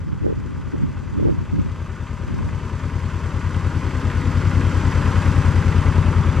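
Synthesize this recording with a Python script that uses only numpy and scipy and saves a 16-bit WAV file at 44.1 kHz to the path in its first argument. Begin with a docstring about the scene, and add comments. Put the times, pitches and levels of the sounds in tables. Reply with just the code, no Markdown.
"""Idling V-twin motorcycle, walked round

A V-twin idles on an open car park while a microphone pair comes closer and walks round to the front wheel.
Two unevenly spaced firings a cycle ring two exhaust pipes; intake gulps breathe in an air box.
Shaped noise makes the clatter of pistons, rockers and valves in the finned block.
Early on, gusts and single eddies buffet the microphone ports with rumble and flutter."""
import sys
import numpy as np
from scipy import signal
from scipy.fft import rfft, irfft
from scipy.io import wavfile

SR = 44100
rng = np.random.default_rng(int(sys.argv[2]) if len(sys.argv) > 2 else 0)


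def put_to_file(sound):
    """Save the sound as 16-bit audio at rate SR, in the file named by the first command-line argument."""
    columns = np.atleast_2d(sound).T  # one column per channel
    safe = np.clip(columns, -1, 1)
    whole_steps = np.round(safe * 32767)
    wavfile.write(sys.argv[1], SR, whole_steps.astype(np.int16))


N = 282240
TIME, HZ = np.arange(N) / SR, np.fft.rfftfreq(N, 1 / SR)  # s, Hz

# Idle speed in four-stroke cycles: [start_s, cycles_per_s]
IDLE_SPEED = [(0, 9.43), (.625, 9.44), (1.31, 9.524), (1.86, 10.06), (1.93, 9.36), (2.48, 9.648),
              (3.023, 9.992), (3.279, 9.613), (3.601, 10.138), (3.983, 9.639), (4.455, 10.289),
              (4.898, 9.618), (5.018, 9.852), (5.749, 10.006), (6.4, 9.799)]
# Engine loudness on the approach, before each part's own level: [start_s, level_db]
APPROACH = [(0.0, -49), (0.63, -46), (1.47, -45), (5.18, -31.5), (6.3, -33.5)]
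EXHAUST_DB, INTAKE_DB, CLATTER_DB, RATTLE_DB, TICKS_DB = 16.5, -6.5, 1.14, -7, -13.5  # on top of APPROACH

# At first the microphones stand beside the mufflers and get more of their thump
BESIDE_DB, BESIDE_S = 1, 2.8
# For a while they face the air box and are turned away from the mufflers
ABREAST_S, ABREAST_HALF_S = 4.2, 0.93
ABREAST_EXHAUST_DB, ABREAST_INTAKE_DB, ABREAST_CLATTER_DB = -0.5, 7, 0.75
# Then at the front, wheel and fork hide the valves, while the exhaust bends round them
HEAD_ON_S, HEAD_ON_TICKS_DB_PER_S, HEAD_ON_EXHAUST_DB_PER_S = 5.13, -1.5, 1.5

# Pipe modes, roughly rising in pitch, sign alternating from row to row, relative levels:
# [pitch_hz, width_hz, level_db]
FRONT_PIPE_MODES = [(45, 11, -5.5), (94, 11, -2), (106, 11, -6), (154, 29, -11), (157, 9, -6.5),
                    (234, 24, -20), (240, 9, -15.5)]
REAR_PIPE_MODES = [(44, 11, -5.5), (95, 11, -4), (138, 17, -6), (135, 50, -9), (168, 11, -13),
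                   (209, 14, -16), (210, 50, -19)]
# Ringing of the mufflers' steel shells, relative levels: [pitch_hz, width_hz, level_db]
SHELL_MODES = [(189.7, 22, -25), (264, 24, -25), (340, 8, -28), (389.4, 17, -28.5), (542, 44, -35)]
# Colour of gas rushing out of the mufflers, relative: [pitch_hz, level_db]
RUSH_COLOUR = [(20, -50), (50, -0.5), (90, 1.5), (160, 2.5), (240, -3.5), (300, -8.5), (370, -5),
               (480, -13), (560, -12.5), (900, -15.5), (2000, -57)]

# Blows within one cycle, against the steady churn's scale: [place_cycles, knock_db, rocker_db, decay_s]
BLOWS_IN_CYCLE = [(.135, -4, -6, .006), (.165, -1, -3, .006), (.335, -13, -5, .005), (.775, 1.5, 1.5, .007),
                  (.88, -10, -15, .005)]
# Valves seating within one cycle: [place_cycles, side_db, front_db, decay_s]
SEATS_IN_CYCLE = [(.14, -16, 0, .006), (.36, 0, -2, .006), (.44, -7, -9, .005), (.645, -3, -6, .006),
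                  (.755, -4, -5, .007)]
VALVE_DRIFT_CYCLES = -.045  # the ticks come earlier from the front than from the side
# Louder clinks of the cam chain, on the rattle's envelope: [start_s, level_db]
CHAIN_CLINKS = [(1.494, -6), (3.543, 8), (4.1, 4)]
# Colours of block clatter, rocker and chain rattle, and valve ticks, relative: [pitch_hz, level_db]
CLATTER_COLOUR = [(200, -19), (500, -1), (800, -3.5), (990, 1.5), (1250, 0), (1550, -2), (2000, -16),
                  (2700, -13.5), (3400, -22), (4200, -33.5), (7000, -40), (14000, -58)]
RATTLE_COLOUR = [(900, -33), (1450, 3.5), (1900, -1.5), (2400, -2.5), (3200, -9.5), (4300, -18.5),
                 (8000, -45)]
TICK_COLOUR = [(1000, -15), (3000, -10.5), (4200, 2), (4900, 0.5), (6000, 1), (7500, -1), (9000, -2),
               (11000, -11), (13000, -7), (14500, -30)]
# Ringing of cooling fins and covers, over the noise that drives them: [pitch_hz, width_hz, level_db]
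FIN_MODES = [(1025, 400, -13), (2020, 230, 0), (2610, 38, 0), (2960, 48, -22), (3094, 140, -5),
             (3430, 170, -2), (3816, 32, 4.5), (4470, 41, -3), (4760, 59, 1), (4890, 38, -1.5),
             (5250, 19, -8), (5905, 20, 2), (6580, 38, -5)]

# Gusts on the ports, pitch gliding from row to row: [middle_s, length_s, rumble_db, flutter_db, flutter_hz]
GUST_LIST = [(0.107, 0.066, -24, -41, 199.3), (0.271, 0.11, -23, -20, 370.7), (0.321, 0.025, -39, -25, 399),
             (.38, 0.037, -26.5, -35, 300), (0.49, 0.14, -33, -36, 250), (0.744, 0.04, -35, -21.5, 300),
             (0.83, 0.094, -20, -25.5, 220), (0.956, 0.032, -42, -50, 220),
             (1.181, 0.12, -28.5, -31, 288.5), (1.269, 0.15, -18.5, -17.5, 327.8),
             (1.41, 0.085, -28, -37, 249.4), (1.543, 0.045, -24, -21.5, 249.2),
             (1.597, 0.064, -17, -21.5, 229.3), (1.672, 0.047, -23, -30, 216.2),
             (2.386, 0.25, -23.5, -42, 220)]
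# Colour of the wind rumble, relative: [pitch_hz, level_db]
WIND_COLOUR = [(20, -29), (50, 5), (130, 8.5), (200, 2), (300, -1.5), (450, -17), (900, -35), (2000, -72)]
# Single eddies that slap the ports, peak before limiting: [middle_s, peak_db, pitch_hz]
EDDY_SLAPS = [(.132, -9, 130), (.246, -11, 350), (.256, -11, 300), (.2662, -4, 420), (.304, -11, 330),
              (.327, -11, 360), (.744, -14, 260), (.8228, -15, 260), (.8375, -11, 170), (1.178, -11, 170),
              (1.1987, -9, 380), (1.2263, -8, 300), (1.2315, -9, 400), (1.255, -3, 330), (1.2707, -8, 550),
              (1.286, -5, 380), (1.2968, -9, 420), (1.535, -9, 200), (1.595, -10, 170)]
BREEZE_DB, BREEZE_ENDS_S, LULL_DB_PER_S = -31.5, 1.37, 23  # light air between the gusts, and how it dies away
FLUTTER_POWER = 2.5  # the flutter keeps to the crest of a gust
BUFFET_LEFT = -.7  # share of a shove that the left port takes

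# Scattered sound, unlike at the two ports, before its gain is halved: [pitch_hz, level_db]
SCATTERED_SHARE = [(130, -18), (600, -5.5), (1300, -22), (2000, -7), (3800, -31), (5000, -0.5), (9000, -16),
                   (14000, -14)]
# Microphone pair, left over right: [pitch_hz, left_over_right_db]
LEFT_RIGHT_BALANCE = [(110, 6), (370, 4.5), (680, 2.5), (1250, 0), (4100, 0), (5000, 3), (7500, 8.5),
                      (9500, 0), (11000, 0.5), (13500, -3)]
# Microphone pair, how far the left leads: [pitch_hz, left_lead_rad]
LEFT_RIGHT_LEAD = [(500, 0), (950, 0.48), (1700, 0.34), (2600, 0), (4200, 0.2), (7000, -1.26), (9000, -2.5),
                   (11000, -2.5)]
CUTOFF_HZ = 14400


def amp(db):
    """Decibels to gain."""
    return 10 ** (np.asarray(db) / 20)


def unit(x):
    """Scales to rms 1."""
    return x / np.sqrt(np.mean(x ** 2) + 1e-20)


def curve(rows):
    """A time table at every sample."""
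    return np.interp(TIME, *np.transpose(rows))


def across(points):
    """A frequency table at every bin, interpolated along log frequency."""
    hz, value = np.transpose(points)
    return np.interp(np.log(HZ + 1), np.log(hz), value)


def filtered(x, response):
    """Applies a frequency response."""
    return irfft(rfft(x) * response, N)


def mode(hz, width):
    """Response of one resonance, gain 1 at its centre."""
    return 1j * HZ * width / (hz ** 2 - HZ ** 2 + 1j * HZ * width)


def modes_sum(modes):
    """Resonances of one body side by side."""
    return sum(amp(db) * mode(hz, width) for hz, width, db in modes)


def strokes(place, spread_db, jitter_s, drift=0):
    """One impulse a cycle, at a place in it that may drift during the walk; strength and timing vary."""
    turns = np.cumsum(curve(IDLE_SPEED)) / SR
    whole = np.arange(-1, int(turns[-1]) + 1)
    cycles = whole + place + drift * whole / turns[-1]
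    late, strong = rng.standard_normal((len(cycles), 2)).T
    at = np.interp(cycles, turns, TIME) + jitter_s * late
    inside = cycles < turns[-1]
    samples = np.clip(at[inside] * SR, 0, N - 1).astype(int)
    train = np.zeros(N)
    train[samples] = amp(spread_db * strong[inside])
    return train


def dying(train, decay_s):
    """Each impulse starts an exponential decay."""
    return signal.lfilter([1], [1, -np.exp(-1 / (SR * decay_s))], train)


def turbulence(envelope, response, polarity=1, scatter_db=None):
    """Enveloped noise in one body, rms 1: a direct part both channels share and a scattered part they do not."""
    direct, scattered = filtered(envelope * rng.standard_normal((2, N)), response)
    share_db = across(SCATTERED_SHARE) if scatter_db is None else scatter_db
    scattered = filtered(scattered, amp(share_db) / 2)
    return unit(np.array([direct + scattered, polarity * (direct - scattered)]))


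def heard(db, abreast_db=0, head_on_db_per_s=0):
    """Gain of one engine part: it follows the approach and the way round the bike."""
    abreast = np.exp(-((TIME - ABREAST_S) / ABREAST_HALF_S) ** 2)
    head_on_s = np.maximum(TIME - HEAD_ON_S, 0)
    return amp(curve(APPROACH) + db + abreast_db * abreast + head_on_db_per_s * head_on_s)


def muffler():
    """The packing takes the edge off each pulse."""
    return 1 / (1 + (HZ / 1100) ** 4)


def pipe(train, modes):
    """Firings ring a pipe; at the open end its modes alternate in sign and deep bass radiates poorly."""
    response = sum((-1) ** k * amp(db) * mode(hz, width) for k, (hz, width, db) in enumerate(modes))
    ringing = filtered(train, response * muffler())
    return signal.sosfilt(signal.butter(3, 60, "high", fs=SR, output="sos"), ringing)


def exhaust():
    """The rear cylinder fires .35 cycle after the front; each thumps and rushes, and a third train rings the shells."""
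    front = strokes(place=.993, spread_db=.55, jitter_s=.0002)
    rear = strokes(place=.343, spread_db=.55, jitter_s=.0002)
    beside_db = BESIDE_DB * np.exp(-(TIME / BESIDE_S) ** 2)
    thump = amp(65.5 + beside_db) * (pipe(front, FRONT_PIPE_MODES) + pipe(rear, REAR_PIPE_MODES))
    shell_blows = strokes(place=.213, spread_db=1., jitter_s=.0002)
    shell = amp(60) * filtered(shell_blows, modes_sum(SHELL_MODES) * muffler())
    # a steady stream of gas, with a puff at each firing
    flow = 1.4 + dying(front, decay_s=0.016) + 0.42 * dying(rear, decay_s=0.017)
    rush = amp(-11.5) * turbulence(flow, amp(across(RUSH_COLOUR)))
    return (thump + shell + rush) * heard(EXHAUST_DB, ABREAST_EXHAUST_DB, HEAD_ON_EXHAUST_DB_PER_S)


def intake(box_hz=264.8, box_width_hz=61.0, gulp_db=53):
    """Each gulp of air thumps and then breathes in the air box, heard best from beside the engine."""
    gulps = strokes(place=.2, spread_db=1.0, jitter_s=.0002)
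    box = mode(box_hz, box_width_hz) ** 2
    breath = turbulence(0.29 + dying(gulps, decay_s=0.17), box)
    thump = amp(gulp_db) * filtered(gulps, box)
    return (breath + thump) * heard(INTAKE_DB, ABREAST_INTAKE_DB)


def walked(x, ripple_db=2.0, ripple_hz=34.96, count=4):
    """Countless weak modes of the castings ripple the response, crossfading between sides passed on the walk."""
    out = np.zeros_like(x)
    position = np.linspace(0, count - 1, N)
    for side in range(count):
        ripple = np.interp(HZ / ripple_hz, np.arange(len(HZ)), rng.standard_normal(len(HZ)))
        nearness = np.maximum(1 - abs(position - side), 0)
        out += nearness * filtered(x, amp(ripple_db * ripple))
    return out


def block(slaps_per_s=64.0, slap_db=-9):
    """Piston and rocker knocks, valve ticks and stray chain slaps rise from the gears' churn and ring the fins."""
    slap_hits = rng.random(N) * (rng.random(N) < slaps_per_s / SR)
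    slaps = dying(slap_hits, decay_s=0.004)
    knocks, rocks, ticks = amp(slap_db) * slaps, np.zeros(N), np.zeros(N)
    for place, knock_db, rocker_db, decay_s in BLOWS_IN_CYCLE:
        blow = dying(strokes(place, spread_db=1.4, jitter_s=.0008), decay_s)
        knocks += amp(knock_db) * blow
        rocks += amp(rocker_db) * blow
    for place, side_db, front_db, decay_s in SEATS_IN_CYCLE:
        seat = dying(strokes(place, spread_db=1.5, jitter_s=.0005, drift=VALVE_DRIFT_CYCLES), decay_s)
        ticks += amp(np.linspace(side_db, front_db, N)) * seat
    clinks = sum(amp(db) * (TIME > s) * np.exp(-abs(TIME - s) / .008) for s, db in CHAIN_CLINKS)
    fins = 1 + modes_sum(FIN_MODES)
    # the constant in each envelope is the steady churn
    clatter = turbulence(1.8 + knocks + .5 * clinks, fins * amp(across(CLATTER_COLOUR)))
    rattle = turbulence(.85 + rocks + .5 * slaps + clinks, fins * amp(across(RATTLE_COLOUR)))
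    ticking = turbulence(1.15 + ticks, fins * amp(across(TICK_COLOUR)))
    out = walked(clatter) * heard(CLATTER_DB, ABREAST_CLATTER_DB)
    out += walked(rattle) * heard(RATTLE_DB)
    out += walked(ticking) * heard(TICKS_DB, head_on_db_per_s=HEAD_ON_TICKS_DB_PER_S)
    return out


def buffets():
    """Each eddy gives the ports one short shove, with a rebound on either side."""
    out = np.zeros(N)
    for s, db, hz in EDDY_SLAPS:
        u = (np.pi * hz * (TIME - s)) ** 2
        out += amp(db) * (1 - 2 * u) * np.exp(-np.minimum(u, 50))
    return np.array([BUFFET_LEFT * out, out])


def wind(flutter_hz=306.3, flutter_width_hz=130.0, limit=.8):
    """Gusts swell out of a breeze and push the ports mostly opposite ways; the flutter's pitch follows them."""
    push = amp(BREEZE_DB - LULL_DB_PER_S * np.maximum(TIME - BREEZE_ENDS_S, 0))
    puffs = np.zeros(N)
    for s, length, rumble_db, flutter_db, _ in GUST_LIST:
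        swell = np.exp(-(2 * (TIME - s) / length) ** 2)
        push += amp(rumble_db) * swell
        puffs += amp(flutter_db) * swell ** FLUTTER_POWER
    wander = unit(filtered(rng.standard_normal(N), np.exp(-(HZ / 70) ** 2)))
    eddies = amp(2.5 * wander)  # level wanders by 2.5 dB rms
    rumble = push * turbulence(eddies, amp(across(WIND_COLOUR)), polarity=-1.05, scatter_db=-3.5)
    port = mode(flutter_hz, flutter_width_hz) ** 2 / (1 + (HZ / 1400) ** 4)
    hum = turbulence(eddies, port, polarity=-0.96, scatter_db=-7.5)
    # faster air sheds eddies faster: play the noise at a speed that follows the pitch
    pitch = curve([(row[0], row[4]) for row in GUST_LIST])
    passed = np.cumsum(pitch) / flutter_hz / SR
    flutter = puffs * np.array([np.interp(passed, TIME, side) for side in hum])
    return limit * np.tanh((rumble + flutter + buffets()) / limit)  # the capsules bottom out


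def scene():
    """The engine reaches the ports with a level and phase difference; the wind acts on them directly."""
    half = amp(across(LEFT_RIGHT_BALANCE) / 2) * np.exp(.5j * across(LEFT_RIGHT_LEAD))
    soft_ends = signal.windows.tukey(N, .002)
    engine = soft_ends * (exhaust() + intake() + block())
    return filtered(engine, np.array([half, 1 / half])) + wind()


def record(dry, notch_hz=700.6, notch_width_hz=170.0, notch_depth=0.8):
    """A notch thins the low midrange and a steep low-pass ends the treble."""
    coloured = filtered(dry, 1 - notch_depth * mode(notch_hz, notch_width_hz))
    lowpass = signal.firwin(511, CUTOFF_HZ, window=("kaiser", 9), fs=SR)
    return signal.oaconvolve(coloured, lowpass[None], "same")


dry = scene()
out = record(dry)
put_to_file(out)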